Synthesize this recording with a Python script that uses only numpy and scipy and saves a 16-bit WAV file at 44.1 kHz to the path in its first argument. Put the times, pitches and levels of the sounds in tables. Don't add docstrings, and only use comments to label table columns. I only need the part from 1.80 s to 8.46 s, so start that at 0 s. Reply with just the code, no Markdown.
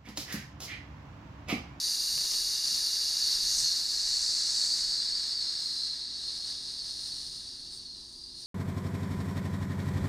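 import sys
import numpy as np
from scipy import signal
from scipy.fft import rfft, irfft, next_fast_len
from scipy.io import wavfile
from scipy.ndimage import map_coordinates

SR = 44100
rng = np.random.default_rng(int(sys.argv[2]) if len(sys.argv) > 2 else 0)


def wav_out(sig):
    wavfile.write(sys.argv[1], SR, np.round(np.clip(np.atleast_2d(sig).T, -1, 1) * 32767).astype(np.int16))


N = 293706
TIME = np.arange(N) / SR

# t/s, half length/s, level change/dB, treble tilt/(dB per octave)
FIZZ_SURGES = [(.25, .25, -1, 2.6), (1.53, 0.082, 1.5, 0), (1.823, 0.075, 1, .5), (2.084, 0.13, -1.2, 0),
               (3.855, 0.049, 0.6, 1.5), (4.305, 0.076, -1.5, -2.8), (4.5, 0.023, 3, -2),
               (4.696, 0.036, 3.5, 0), (5.35, 0.22, 3, 2.5), (5.83, .06, 0.7, -0.5), (5.956, 0.029, 1.2, 4),
               (6.36, 0.11, -1.6, 2.5), (6.615, 0.043, 3, 3.5)]


def amp(db):
    return 10 ** (np.asarray(db) / 20)


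def unit(x):
    return x / np.sqrt(np.mean(x ** 2) + 1e-20)


def along(points, hz):
    freqs, values = np.transpose(points)
    return np.interp(np.log(hz + 1), np.log(freqs + 1), values)


def wobble(rate):
    knots = rng.standard_normal(int(N * rate / SR) + 4)
    return map_coordinates(knots, [TIME * rate])


def swell(s, half):
    return np.exp(-0.5 * ((TIME - s) / half) ** 2)


def smooth_step(s, length):
    return 0.5 + 0.5 * np.tanh((TIME - s) / length)


def resonances(modes, hz):
    return sum(db / (1 + (2 * (hz - centre) / width) ** 2) for centre, width, db in modes)


def coloured(x, gain_db, size=8192):
    gain = amp(gain_db(np.fft.rfftfreq(size, 1 / SR)))
    cepstrum = irfft(np.log(gain + 1e-9))
    cepstrum[1:size // 2] *= 2
    cepstrum[size // 2 + 1:] = 0
    response = irfft(np.exp(rfft(cepstrum)))
    return signal.fftconvolve(x, response)[:N]


def shaped(x, spectrum):
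    return coloured(x, lambda hz: along(spectrum, hz))


def noise(spectrum):
    return unit(shaped(rng.standard_normal(N), spectrum))


def bursts(per_second, scatter_db):
    happens = rng.random(N) < per_second / SR
    sizes = amp(scatter_db * np.clip(rng.standard_normal(N), -2, 2))
    return unit(happens * sizes * rng.choice([-1, 1], N))


def ringing(x, pitch_hz, width_hz):
    carrier = np.exp(2j * np.pi * np.cumsum(pitch_hz) / SR)
    pole = np.exp(-np.pi * width_hz / SR)
    baseband = signal.lfilter([1], np.poly([pole, pole]), x / carrier)
    return unit((baseband * carrier).real)


def bubbles(spectrum, air_gap, per_second, scatter_db):
    # f/Hz, width/Hz, gain/dB
    glass_modes = [(1564, 110, -6.5), (1619, 164, 6), (1775, 510, 4), (2847, 66, 5.5), (3100, 183, -8)]

    def colour(hz):
        bass_loss = -20 * np.log10(1 + (250 / (hz + 1)) ** 2)
        return along(spectrum, hz) + resonances(glass_modes, hz) + resonances(air_gap, hz) + bass_loss
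    return unit(coloured(bursts(per_second, scatter_db), colour))


def surface_shares():
    # full from t/s, full until t/s, rise/(dB per s), fall/(dB per s), relative floor/dB
    stages = [(0, 1.35, 10, 9, -34), (2.401, 2.902, 21, 21, -28), (3.154, 4.203, 12, 8.5, -9),
              (4.5, 6.66, 10.5, 5, -32)]
    shares = []
    for start, end, rise, fall, floor in stages:
        db = -rise * np.maximum(start - TIME, 0) - fall * np.maximum(TIME - end, 0)
        shares.append(amp(db) + amp(floor))
    return np.array(shares) / np.linalg.norm(shares, axis=0)


def brightened(hiss):
    foam_tilt, clear_tilt = -0.94, 0.83
    tilt = foam_tilt + (clear_tilt - foam_tilt) * smooth_step(2.5, 0.31)
    tilt += sum(change * swell(s, half) for s, half, _, change in FIZZ_SURGES)
    tilt += 0.6 * wobble(6.3)
    hz, frame_s, spectra = signal.stft(hiss, SR, nperseg=256)
    octaves = np.log2(np.maximum(hz / 4500, 1))
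    gain = amp(np.outer(octaves, np.interp(frame_s, TIME, tilt)))
    return signal.istft(spectra * gain, SR, nperseg=256)[1][:N]


def surface_ring():
    # t/s, f/Hz
    sway = [(0.0, 4700), (0.39, 4476), (1.7, 4460), (1.74, 4350), (2.48, 4620), (3.54, 4520), (3.66, 4296),
            (4.9, 4405), (5.49, 4270), (5.6, 4500)]
    pitch_hz = np.interp(TIME, *np.transpose(sway)) + 85 * wobble(22)
    return ringing(bursts(6000, scatter_db=3), pitch_hz, width_hz=150)


def fizz_level_db():
    full_s, full_db, build_db_per_s, fade_db_per_s = 2.85, -29, 0.5, 5
    late = TIME - full_s
    trend = full_db + build_db_per_s * np.minimum(late, 0) - fade_db_per_s * np.maximum(late, 0)
    surges = sum(db * swell(s, half) for s, half, db, _ in FIZZ_SURGES)
    return trend + surges + 0.43 * wobble(12) + 0.36 * wobble(30)


def fizz():
    # f/Hz, relative level/dB
    foam = [(500, -24), (2400, -23), (3200, -19), (3900, -1.5), (5000, -0.5), (6500, -2), (9000, -10),
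            (11500, -14), (13500, -19), (15500, -39)]
    stream = [(500, -23), (2400, -21.5), (3200, -21.5), (3900, -5.5), (5000, 1.5), (6500, 0.5),
              (9000, -8.5), (11500, -23.5), (13500, -35), (15500, -34)]
    froth = [(500, -23.5), (2400, -20.5), (3200, -20.5), (3900, -6.5), (5000, 0.5), (6500, -8),
             (9000, -20.5), (11500, -39.5), (13500, -35), (15500, -44)]
    liquid = [(500, -16), (2400, -24), (3200, -11), (3900, -1), (5000, 2.5), (6500, -8.5), (9000, -18),
              (11500, -30.5), (13500, -32), (15500, -38)]
    # f/Hz, width/Hz, gain/dB
    foam_air = [(2808, 85, 9.5), (4280, 100, -12.5), (4500, 830, 9.5), (7670, 345, -29), (8210, 110, 4),
                (8160, 120, -8), (9300, 510, 6.5), (9970, 400, -7), (10400, 400, 0.5)]
    stream_air = [(1730, 210, -1.5), (2550, 250, 2.5), (4320, 670, 13.5), (8300, 1000, 3),
                  (10160, 260, -10), (10400, 550, 7)]
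    froth_air = [(2540, 440, -7.5), (4300, 1300, 10), (5910, 410, -12.5), (7330, 320, -21),
                 (8320, 770, 7.5), (10000, 400, 5), (11400, 350, -4), (13542, 894, 4)]
    liquid_air = [(4200, 1100, 8.5), (4380, 170, -3), (7400, 220, -14.5), (8100, 260, -6),
                  (8920, 1100, 12.5), (9870, 210, -17), (10460, 1300, 10), (11900, 600, -1)]
    shares = surface_shares()
    states = [bubbles(foam, foam_air, per_second=22000, scatter_db=3.5),
              bubbles(stream, stream_air, per_second=28000, scatter_db=3.5),
              bubbles(froth, froth_air, per_second=16000, scatter_db=4.0),
              bubbles(liquid, liquid_air, per_second=10000, scatter_db=2.5)]
    hiss = brightened(np.sum(shares * states, axis=0))
    ring = surface_ring()
    ring_db, foam_damping_db = -5, 4
    ring_gain = amp(ring_db - foam_damping_db * shares[0] + 2.2 * wobble(18))
    blend = (hiss + ring_gain * ring) / np.hypot(1, ring_gain)
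    return amp(fizz_level_db()) * blend


def room_tone():
    # f/Hz, relative level/dB
    room_spectrum = [(20, -3.5), (55, 3), (80, 0.5), (150, 0), (220, -2), (390, -3.5), (500, -18.5),
                     (1000, -12), (2500, -46), (15000, -41)]
    # f/Hz, level/dB
    hum_tones = [(56, -67.5), (120, -74), (211, -77.5), (258.4, -70), (344.5, -73.5), (374, -89),
                 (410, -79)]
    background = amp(-63) * noise(room_spectrum)
    hum = sum(amp(db) * unit(np.sin(2 * np.pi * hz * TIME + 0.49 * wobble(4.05))) for hz, db in hum_tones)
    return background + hum


def draught():
    # t/s, half length/s, level/dB
    puffs = [(1.658, 0.067, -56), (3.073, 0.043, -60)]
    pour_db, rest_db, swing_db = -64.5, -69.5, 3
    level_db = pour_db + (rest_db - pour_db) * smooth_step(3.3, 0.2) + swing_db * wobble(6.5)
    flow = amp(level_db) + sum(amp(db) * swell(s, half) for s, half, db in puffs)
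    return flow * noise([(10, -11), (22, 3.5), (40, 1), (70, -9.5), (200, -46), (1000, -73)])


def whistles():
    # t/s, half length/s, f/Hz, glide/(Hz per s), level/dB
    singers = [(.19, 0.039, 4690, 2, -38), (1.874, .06, 4250, -600, -36),
               (3.141, 0.055, 4303, -3000, -35.5), (3.627, .04, 4320, -2000, -40),
               (3.95, .16, 4120, -300, -38.5), (4.33, 0.087, 3940, -200, -48),
               (5.36, 0.069, 4370, 0, -44.5), (6.123, 0.055, 4190, -1400, -48),
               (6.445, 0.086, 4815, 900, -48), (6.582, 0.031, 4280, 600, -52)]
    out = np.zeros(N)
    for s, half, hz, glide, db in singers:
        pitch_hz = hz + glide * np.clip(TIME - s, -2 * half, 2 * half)
        out += amp(db) * swell(s, half) * ringing(rng.standard_normal(N), pitch_hz, width_hz=123)
    return out


def handling():
    # t/s, half length/s, level/dB
    bumps = [(.36, 0.041, -57), (0.915, 0.075, -60), (1.655, .08, -62), (1.83, 0.058, -58.5),
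             (3.1, 0.14, -68), (5.35, 0.42, -65.5)]
    envelope = sum(amp(db) * swell(s, half) for s, half, db in bumps)
    return envelope * noise([(30, -6), (70, -0.5), (140, 0), (220, -9), (450, -25), (2000, -55)])


def pops():
    # t/s, relative tick level/dB, relative puff level/dB
    large_bubbles = [(.378, -17, -42.5), (0.41, -42, -43), (0.448, -33, -45), (.515, -26, -43.5),
                     (0.537, -21, -45), (0.5457, -19, -49)]
    tick_colour = [(300, -21), (1800, -10.5), (3000, -2), (6000, 0), (9000, -7), (15000, -14)]
    puff_colour = [(60, -7), (300, -3), (1200, -2.5), (3000, -6), (6000, -9), (15000, -35)]
    ticks, puffs = np.zeros(N), np.zeros(N)
    t = np.arange(SR // 20) / SR
    decay = amp(-60 * t / 0.04)
    for s, tick_db, puff_db in large_bubbles:
        start = round(s * SR)
        ticks[start] = amp(tick_db + 12.5)
        puffs[start:start + len(t)] += amp(puff_db + 14) * decay * rng.standard_normal(len(t))
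    return shaped(ticks, tick_colour) + shaped(puffs, puff_colour)


def crackles():
    # t/s, half length/s, level/dB
    crackle_patches = [(0.451, 0.016, -38), (0.525, 0.029, -40), (0.878, 0.021, -37.5), (.96, 0.017, -34.5),
                       (1.852, 0.012, -44)]
    envelope = sum(amp(db) * swell(s, half) for s, half, db in crackle_patches)
    colour = [(300, -10), (2500, -10.5), (4500, 8), (7000, 1), (11000, -7), (15000, -15)]
    return envelope * unit(shaped(bursts(2500, scatter_db=-1), colour))


def flurries():
    # t/s, half length/s, level/dB, centre f/Hz, width/Hz
    rushes = [(1.79, 0.1, -33.5, 6100, 1800), (1.8, .04, -38.5, 8100, 2000), (5.95, 0.033, -55, 8640, 1400)]
    out = np.zeros(N)
    for s, half, db, centre, width in rushes:
        band = lambda hz: -20 * np.log10(1 + (2 * (hz - centre) / width) ** 4)
        out += amp(db) * swell(s, half) * unit(coloured(bursts(8300, scatter_db=4.5), band))
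    return out


def wall_echoes(glass):
    # f/Hz, side over mid/dB
    stereo_width = [(500, -33), (1500, -45.5), (3000, -44), (4500, -70), (8000, -50), (13000, -27.5)]
    t = np.arange(SR // 8) / SR
    walls = rng.standard_normal(len(t)) * amp(-60 * t / 0.085)
    echo = signal.fftconvolve(glass, walls / np.linalg.norm(walls))[:N]
    return shaped(echo, stereo_width)


def scene():
    glass = fizz() + flurries() + whistles()
    side = wall_echoes(glass)
    stereo_glass = np.array([glass + side, glass - side])
    left_ticks_and_crackle = (pops() + crackles()) * amp([[0], [-14]])
    return stereo_glass + left_ticks_and_crackle + handling() + room_tone() + draught()


def record(dry):
    top_hz = 15750
    size = next_fast_len(N + SR // 4)
    passband = np.fft.rfftfreq(size, 1 / SR) < top_hz
    return irfft(rfft(dry, size) * passband, size)[:, :N]


dry = scene()
out = record(dry)
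wav_out(out)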